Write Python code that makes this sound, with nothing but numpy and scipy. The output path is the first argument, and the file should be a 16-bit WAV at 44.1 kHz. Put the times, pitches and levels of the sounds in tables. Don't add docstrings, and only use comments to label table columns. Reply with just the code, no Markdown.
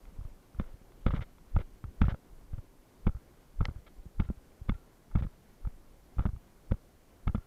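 import sys
import numpy as np
from scipy import signal
from scipy.io import wavfile

SR = 44100
rng = np.random.default_rng(int(sys.argv[2]) if len(sys.argv) > 2 else 0)


def invert_db(x):
    u = np.asarray(x, float) / 20
    return 10 ** u


def wrap_up_sound(samples):
    columns = np.atleast_2d(samples).T
    tamed = np.clip(columns, -1, 1)
    steps = np.round(tamed * 32767).astype(np.int16)
    wavfile.write(sys.argv[1], SR, steps)


N = 328986


def at_sample(seconds):
    return np.clip(np.round(np.asarray(seconds) * SR).astype(int), 0, N - 1)


def rms_one(x):
    return x / np.sqrt(np.mean(x ** 2) + 1e-20)


def band(x, low_hz, high_hz):
    return signal.sosfilt(signal.butter(2, [low_hz, high_hz], "band", fs=SR, output="sos"), x)


def soften(x, cut_hz):
    return signal.lfilter(*signal.butter(2, cut_hz, fs=SR), x)


def drift(rate):
    step = 40
    pole = np.exp(-2 * np.pi * rate * step / SR)
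    noise = rng.standard_normal(N // step + 2002)
    slow = signal.lfilter([1], [1, -2 * pole, pole ** 2], noise)[2000:]
    return np.interp(np.arange(N) / step, np.arange(len(slow)), rms_one(slow))


def strikes(events):
    s, level_db = np.transpose(events)
    clicks = np.zeros(N)
    clicks[at_sample(s)] = invert_db(level_db)
    return clicks


def ring(clicks, hz, t60):
    decay = invert_db(-60 / (t60 * SR))
    turn = 2 * np.pi * hz / SR
    return signal.lfilter([0, np.sin(turn)], [1, -2 * decay * np.cos(turn), decay ** 2], clicks + 1e-18)


def resonate(force, modes):
    t60_width = np.log(1000) / np.pi
    out = 0
    for k, (hz, width_hz, level_db) in enumerate(modes):
        out = out + (-1) ** k * invert_db(level_db) * ring(force, hz, t60_width / width_hz)
    return out


# frequency in Hz, density in dB per Hz
AIR_SPECTRUM = [(35, -36), (60, -3), (305, -7), (3120, -29.5), (14100, -33), (15500, -32.5)]
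AIR_DB = -61.5
HUM_SWELL_DB, HUM_SWELL_RATE_HZ = -0.5, 4.3


def air():
    hz_points, db_points = np.transpose(AIR_SPECTRUM)
    white = rng.standard_normal((2, N))
    edges = 50 * 2 ** np.arange(0, 8.6, .5)
    swell_db = HUM_SWELL_DB * drift(HUM_SWELL_RATE_HZ)
    together = drift(3.5)
    out = 0
    for k, (low, high) in enumerate(zip(edges, edges[1:])):
        hz = np.sqrt(low * high)
        outdoor = 1 / (1 + (hz / 3000) ** 2)
        level_db = np.interp(np.log(hz), np.log(hz_points), db_points) + outdoor * swell_db
        flicker_db = (0.086 + .5 * outdoor) * together + (0.22 + 1.2 * outdoor) * drift(16.7)
        out = out + invert_db(level_db + flicker_db) * band(white[k % 2], low, high)
    return invert_db(AIR_DB) * rms_one(out)


# time in seconds, level in dB
SWAY_LEVEL = [(0, -58), (1, -58), (2, -56.5), (3, -64), (4, -60), (5, -66.5), (6, -56), (7.46, -66.5)]


def sway():
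    s, level_db = np.transpose(SWAY_LEVEL)
    lumps = rms_one(band(rng.standard_normal(N), 12, 39)) * invert_db(3 * drift(5))
    return invert_db(np.interp(np.arange(N) / SR, s, level_db)) * lumps


# time in seconds, peak in dB
STONE_CRACK = [
    (3.6542, -21),
]


def crack():
    (s, level_db), = STONE_CRACK
    splits = strikes([(s - .0004, -11), (s, 0), (s + 0.00095, -9), (s + 0.00227, -13)])
    broad = band(splits, 620, 5600) * invert_db(24) + ring(splits, 2050, 0.01)
    snap = soften(soften(broad, 4800), 4600)
    return invert_db(level_db) * snap / np.max(np.abs(snap))


# start in seconds, length in seconds, level in dB, bright part in dB
RUBBINGS = [(.6, 0.018, -50, -10), (0.612, 0.14, -67.5, -6), (1.06, 0.035, -44.5, -7.5),
            (1.105, 0.029, -58.5, 5), (1.14, 0.051, -49, -3.5), (1.205, 0.038, -55, 1),
            (1.557, 0.024, -49, -9), (1.577, 0.055, -59, 1), (1.837, 0.011, -59, -15),
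            (2.012, 0.019, -48, 0), (2.046, 0.034, -53, -2), (2.086, 0.042, -47.5, -5),
            (3.083, 0.012, -57, -10), (3.618, 0.025, -54, -20), (3.644, 0.022, -46.5, -11),
            (3.688, 0.012, -60, -6), (3.863, 0.028, -60.5, 1), (4.737, .014, -64, 0),
            (4.198, 0.015, -46.5, -8), (4.207, 0.014, -51.5, -16), (4.232, 0.033, -62, 1),
            (4.683, 0.0058, -52, -9), (5.164, 0.0063, -45, -23), (5.182, 0.033, -54, -2),
            (5.22, 0.034, -54.5, -3.5), (6.203, 0.05, -56, -8), (6.252, 0.023, -45, -12.5),
            (7.285, 0.0065, -58, -15), (7.344, 0.023, -55, -5)]
# resonance in Hz, width in Hz, level in dB
GRIT_MODES = [(1650, 440, 7), (2180, 330, 5.5), (2920, 620, 4.5), (3710, 560, 1.5), (4500, 580, -6.5),
              (5660, 1700, -4.5)]


def rubs():
    sizes = rng.standard_normal((2, N)) * invert_db(2.2 * np.minimum(rng.exponential(1, N), 4))
    slipping = rng.random((2, N)) < 7000 / SR
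    slips = soften(slipping * sizes * invert_db(2.3 * drift(59)) + 1e-18, 6100)
    gain = np.zeros((2, N))
    for s, length, level_db, bright_db in RUBBINGS:
        part = slice(at_sample(s), at_sample(s + abs(length)))
        phase = np.linspace(0, 1, part.stop - part.start)
        swell = np.abs(np.sin(np.pi * phase ** 0.58))
        levels = invert_db(np.array([[level_db], [level_db + bright_db]]))
        gain[:, part] += swell ** np.array([[.55], [.9]]) * levels
    out = 0
    for force, level, modes in zip(slips, gain, [HOLLOW_MODES[1:] + DULL_MODES, GRIT_MODES]):
        out = out + resonate(force * level, modes) / np.std(resonate(force, modes))
    return out


# resonance in Hz, width in Hz, level in dB
FITTING_MODES = [(1370, 23, -4), (2126, 40, -18), (2880, 36, -23)]
# time in seconds, level in dB
FITTING_HITS = [
    (.62, -71),
    (1.07, -72),
    (3.075, -69),
    (4.206, -66),
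    (4.7, -63),
    (7.285, -70),
    (7.36, -68),
]
FITTING_T60_S = .5


def fitting():
    fade = invert_db(-60 / (FITTING_T60_S * SR))
    shaking = signal.lfilter([1], [1, -fade], strikes(FITTING_HITS))
    return shaking * rms_one(resonate(rng.standard_normal(N), FITTING_MODES))


# time in seconds, level in dB, bright part in dB, hollow part in dB
LOOSE_TICKS = [(.0527, -57, -1.5, -1), (.5456, -54, -15, -10), (.6389, -53, -9, -14), (.9193, -58.5, -5, 3),
               (1.1058, -33, -16, -3.6), (1.13, -47, -25, 10), (1.2082, -46, -4, 2.5),
               (1.3825, -56, -4, -18), (1.5634, -30, -18, -2), (1.5884, -48, 1, 11.5),
               (1.6087, -49.5, -16, 13.5), (1.8399, -46.5, -4.5, -16), (2.0323, -47.3, -2, -3),
               (2.1439, -38.5, -19, -2.5), (2.5463, -58, -9, 1), (2.5812, -52.5, -8, -1),
               (3.0665, -39, -14, 5), (3.0759, -34, -15, 2.5), (3.6068, -38, -23, 5), (3.865, -62, -1, -15),
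               (3.6113, -38.5, -9.5, 3), (5.1134, -51, -16, -22), (5.118, -54, -14, -20),
               (5.6497, -45, -20, 1), (5.6721, -47, -12, -6), (6.183, -38.5, -20, -5),
               (6.1925, -34.5, -12, -4), (6.3621, -53, -13, -12)]
KNOCK_BELOW_DB, KNOCK_DB_PER_MS, TYPICAL_CONTACT_MS = -20, -2, 7.95
KNOCK_BRIGHT_DB, KNOCK_HOLLOW_DB = -21.5, -6.5
KNOCK_LEAD_S, CLAP_LEAD_S = .0001, 0.00127


def knock_rows():
    landed = []
    for s, depth_db, contact_ms in landings():
        level_db = depth_db + KNOCK_BELOW_DB + KNOCK_DB_PER_MS * (contact_ms - TYPICAL_CONTACT_MS)
        landed.append((s - KNOCK_LEAD_S, level_db, KNOCK_BRIGHT_DB, KNOCK_HOLLOW_DB))
    claps = [(s - CLAP_LEAD_S, *clap) for s, _, *clap in MOUNT_REBOUNDS]
    return landed + claps + LOOSE_TICKS


# resonance in Hz, width in Hz, level in dB
HOLLOW_MODES = [(350, 61, -8.5), (532, 104, -0.5)]
# resonance in Hz, width in Hz, level in dB
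DULL_MODES = [(876, 247, 0), (1313, 210, 1.5), (1684, 570, -6.5)]
# resonance in Hz, width in Hz, level in dB
BRIGHT_MODES = [(2124, 210, 2), (2664, 64, -13), (2890, 97, -13), (3500, 200, -5), (4000, 1000, -7),
                (5900, 1200, -20)]
CHATTER_S = 0.0035


def knocks():
    s, level_db, bright_db, hollow_db = np.transpose(knock_rows())
    late = np.sort(rng.random((len(s), 5)), axis=1)
    late[:, 0] = 0
    size = rng.choice([-1, 1], late.shape) * invert_db(-13 * late + 1.5 * rng.standard_normal(late.shape))
    size /= np.linalg.norm(size, axis=1, keepdims=True)
    where = at_sample(s[:, None] + .0003 + late * CHATTER_S)
    parts = [(HOLLOW_MODES, hollow_db + 0.6, 900),
             (DULL_MODES, 1.5, 2400),
             (BRIGHT_MODES, bright_db + 0.5, 6000)]
    out = 0
    for modes, part_db, cut_hz in parts:
        force = np.zeros(N)
        np.add.at(force, where, size * invert_db(level_db + part_db)[:, None])
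        out = out + resonate(soften(force, cut_hz), modes)
    return out


# time in seconds, ring in dB, clap in dB, bright part in dB, hollow part in dB
MOUNT_REBOUNDS = [(.598, -21, -33, -10, -4), (1.0659, -22, -31, -3.5, 4), (1.1422, -22, -53, -10, -2),
                  (1.844, -46, -65, -10, -7), (2.018, -13, -36.5, 5.5, 3), (3.0709, -16, -41.5, 1.5, 7),
                  (4.2008, -19.5, -32.5, -5, -17), (4.301, -22, -49.5, -14, 10),
                  (4.6947, -18.5, -29.5, -4.5, -41), (5.1575, -20, -37.5, -6.5, -11),
                  (6.263, -22, -50, 0, -9), (6.7192, -20, -37, -5, 8), (7.2777, -23.5, -32, -6, -12),
                  (7.3544, -22, -44, -2, -9)]
# time in seconds, level in dB
STIFF_KICKS = [
    (.815, -40.5),
    (1.568, -59),
    (3.612, -19),
    (3.691, -25),
    (4.056, -36),
    (6.193, -21.5),
    (6.256, -53),
    (7.35, -25),
]
MOUNT_HZ, MOUNT_T60_S = 202, 0.039
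KICK_HZ, KICK_T60_S = 184, 0.013


def rebounds():
    springing = ring(strikes([row[:2] for row in MOUNT_REBOUNDS]), MOUNT_HZ, MOUNT_T60_S)
    kicking = ring(strikes(STIFF_KICKS), KICK_HZ, KICK_T60_S)
    return soften(springing + kicking, 850)


# time in seconds, depth in dB, contact in ms, bounce delay in ms, bounce in dB
HEEL_LANDINGS = [(0.5859, -20.5, 15, 24.4, -29.5), (1.0636, -13, 5.85, 30.7, -22.5),
                 (1.5638, -11.5, 8.3, 41, -29), (2.015, -8.5, 7.6, 24.7, -13), (2.532, -25, 8.7, 54.4, -29),
                 (3.067, -12.5, 8, 24.6, -21.5), (3.6064, -14, 8.8, 19.7, -23),
                 (4.1961, -15.5, 8.8, 23.3, -24), (4.688, -19.5, 10.4, 30.4, -22.5),
                 (5.1521, -14.5, 7.8, 21.2, -19), (6.1825, -15.5, 14.8, 22.4, -20),
                 (6.712, -15, 10.3, 27.5, -26.5), (7.2708, -18.5, 8.5, 23.5, -20.5)]
# time in seconds, depth in dB, contact in ms, bounce delay in ms, bounce in dB
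SOLE_SLAPS = [(0.21, -30.5, 11, 40.6, -30.5), (1.137, -18.5, 5.5, 36, -25), (1.192, -23, 7.9, 14.3, -28),
              (2.082, -15.5, 6.1, 40.4, -23), (3.148, -27, 11.2, 18.5, -34), (3.6836, -23.5, 7.2, 26, -33),
              (3.759, -30.5, 9.9, 24.5, -39), (4.288, -23.5, 9.9, 17, -26.5), (5.223, -20, 8.1, 42, -27),
              (6.254, -15.5, 6.5, 35.2, -23.5), (7.3472, -18, 5, 32, -25)]
BOUNCE_MS = 9.23


def landings():
    rows = [*HEEL_LANDINGS, *SOLE_SLAPS]
    bounces = [(s + after_ms / 1000, bounce_db, BOUNCE_MS) for s, _, _, after_ms, bounce_db in rows]
    return [row[:3] for row in rows] + bounces


# start in seconds, depth in dB, contact in ms
FOOT_LOADS = [(0.594, -27, 26), (1.0546, -17, 31.5), (1.546, -12.5, 23), (2.009, -16, 36.6),
              (2.509, -26, 37), (3.06, -19, 29), (3.5865, -17, 26.7), (4.1792, -20.5, 27), (4.686, -21, 26),
              (5.133, -20.5, 40), (5.643, -21, 24.6), (6.6998, -28.5, 19.6), (7.264, -21, 31)]
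# start in seconds, depth in dB, contact in ms
PADDING_TAPS = [(0.187, -30.5, 8.5), (.547, -40, 9), (0.7403, -38, 8.7), (1.0805, -19.5, 10.4),
                (1.101, -26, 6.5), (1.117, -23.5, 18), (1.168, -27, 9), (1.217, -28.5, 7.4),
                (1.5287, -37, 15.3), (1.546, -29, 13), (1.8398, -30.5, 5.2), (1.847, -28, 8.9),
                (1.8773, -32.5, 14), (2.0074, -21, 11.5), (2.0454, -16, 10.8), (2.0575, -18, 13),
                (2.141, -28, 5.4), (2.3276, -43, 7.4), (2.5788, -31.5, 7.2), (3.055, -24, 15.8),
                (4.0628, -34, 8), (4.244, -36, 9.3), (4.6148, -30.5, 9.5), (4.746, -32, 13),
                (5.1913, -24, 10.4), (5.2104, -26.5, 5.3), (5.2443, -30, 5.3), (5.671, -23, 7.9),
                (6.332, -26.5, 10), (6.365, -35, 8.9)]
# start in seconds,
# depth in dB, contact in ms
FURTHER_PUSHES = [(.172, -33, 47), (0.2486, -36, 24), (0.299, -37, 28), (.6413, -33.5, 33), (0.694, -34.5, 39),
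                  (1.078, -26, 35), (1.1934, -30, 19), (1.5698, -19.5, 32), (1.6289, -37, 27), (1.856, -37, 18),
                  (3.6086, -29, 11.5), (3.6457, -28.5, 19), (3.9805, -33, 24.4), (4.371, -40, 12),
                  (5.1579, -32, 11.7), (5.23, -24, 24), (5.7379, -42, 47), (6.1687, -31, 7.8),
                  (6.2584, -22.5, 26), (7.3497, -28.5, 25), (.5594, -43, 21), (1.596, -29, 6.1),
                  (1.893, -40, 9.9), (2.1142, -34, 5.4), (3.661, -34, 5.8), (3.697, -36, 11), (4.2579, -37, 8.4),
                  (5.2501, -27.5, 4.8), (6.222, -36, 4.5), (6.352, -37.5, 6)]
LEAN_LEAD_S, LEAN_DB, LEAN_MS = 0.0335, -15, 36
SHUDDER_AFTER_S, SHUDDER_DB, SHUDDER_MS = 0.01175, -11, 7.7


def soft_pushes():
    leans = [(s - LEAN_LEAD_S, depth_db + LEAN_DB, LEAN_MS) for s, depth_db, _ in FOOT_LOADS]
    shudders = [(s + SHUDDER_AFTER_S, depth_db + SHUDDER_DB, SHUDDER_MS)
                for s, depth_db, *_ in HEEL_LANDINGS]
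    return [*FOOT_LOADS, *leans, *shudders, *PADDING_TAPS, *FURTHER_PUSHES]


def jolts():
    push = np.zeros(N)
    for s, depth_db, contact_ms in landings() + soft_pushes():
        phase = np.linspace(0, 1, round(contact_ms * SR / 1000))
        steepness = np.clip(0.6 + contact_ms / 40, .5, 1)
        shape = np.sin(np.pi * phase ** steepness) ** 2
        start = at_sample(s)
        push[start:start + len(shape)] -= invert_db(depth_db) * shape[:N - start]
    leak = signal.butter(2, 20, "high", fs=SR, output="sos")
    return signal.sosfilt(leak, push)


def scene():
    body_borne = jolts() + rebounds() + knocks() + fitting() + rubs()
    return (body_borne + crack() + air() + sway())[None, :]


def low_pass(x):
    return signal.sosfilt(signal.butter(12, 15710, fs=SR, output="sos"), x)


def record(dry):
    top_cut = signal.cheby2(10, 60, 16600, fs=SR, output="sos")
    mix = signal.sosfilt(top_cut, dry)
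    return low_pass(mix)


dry = scene()
out = record(dry)
wrap_up_sound(out)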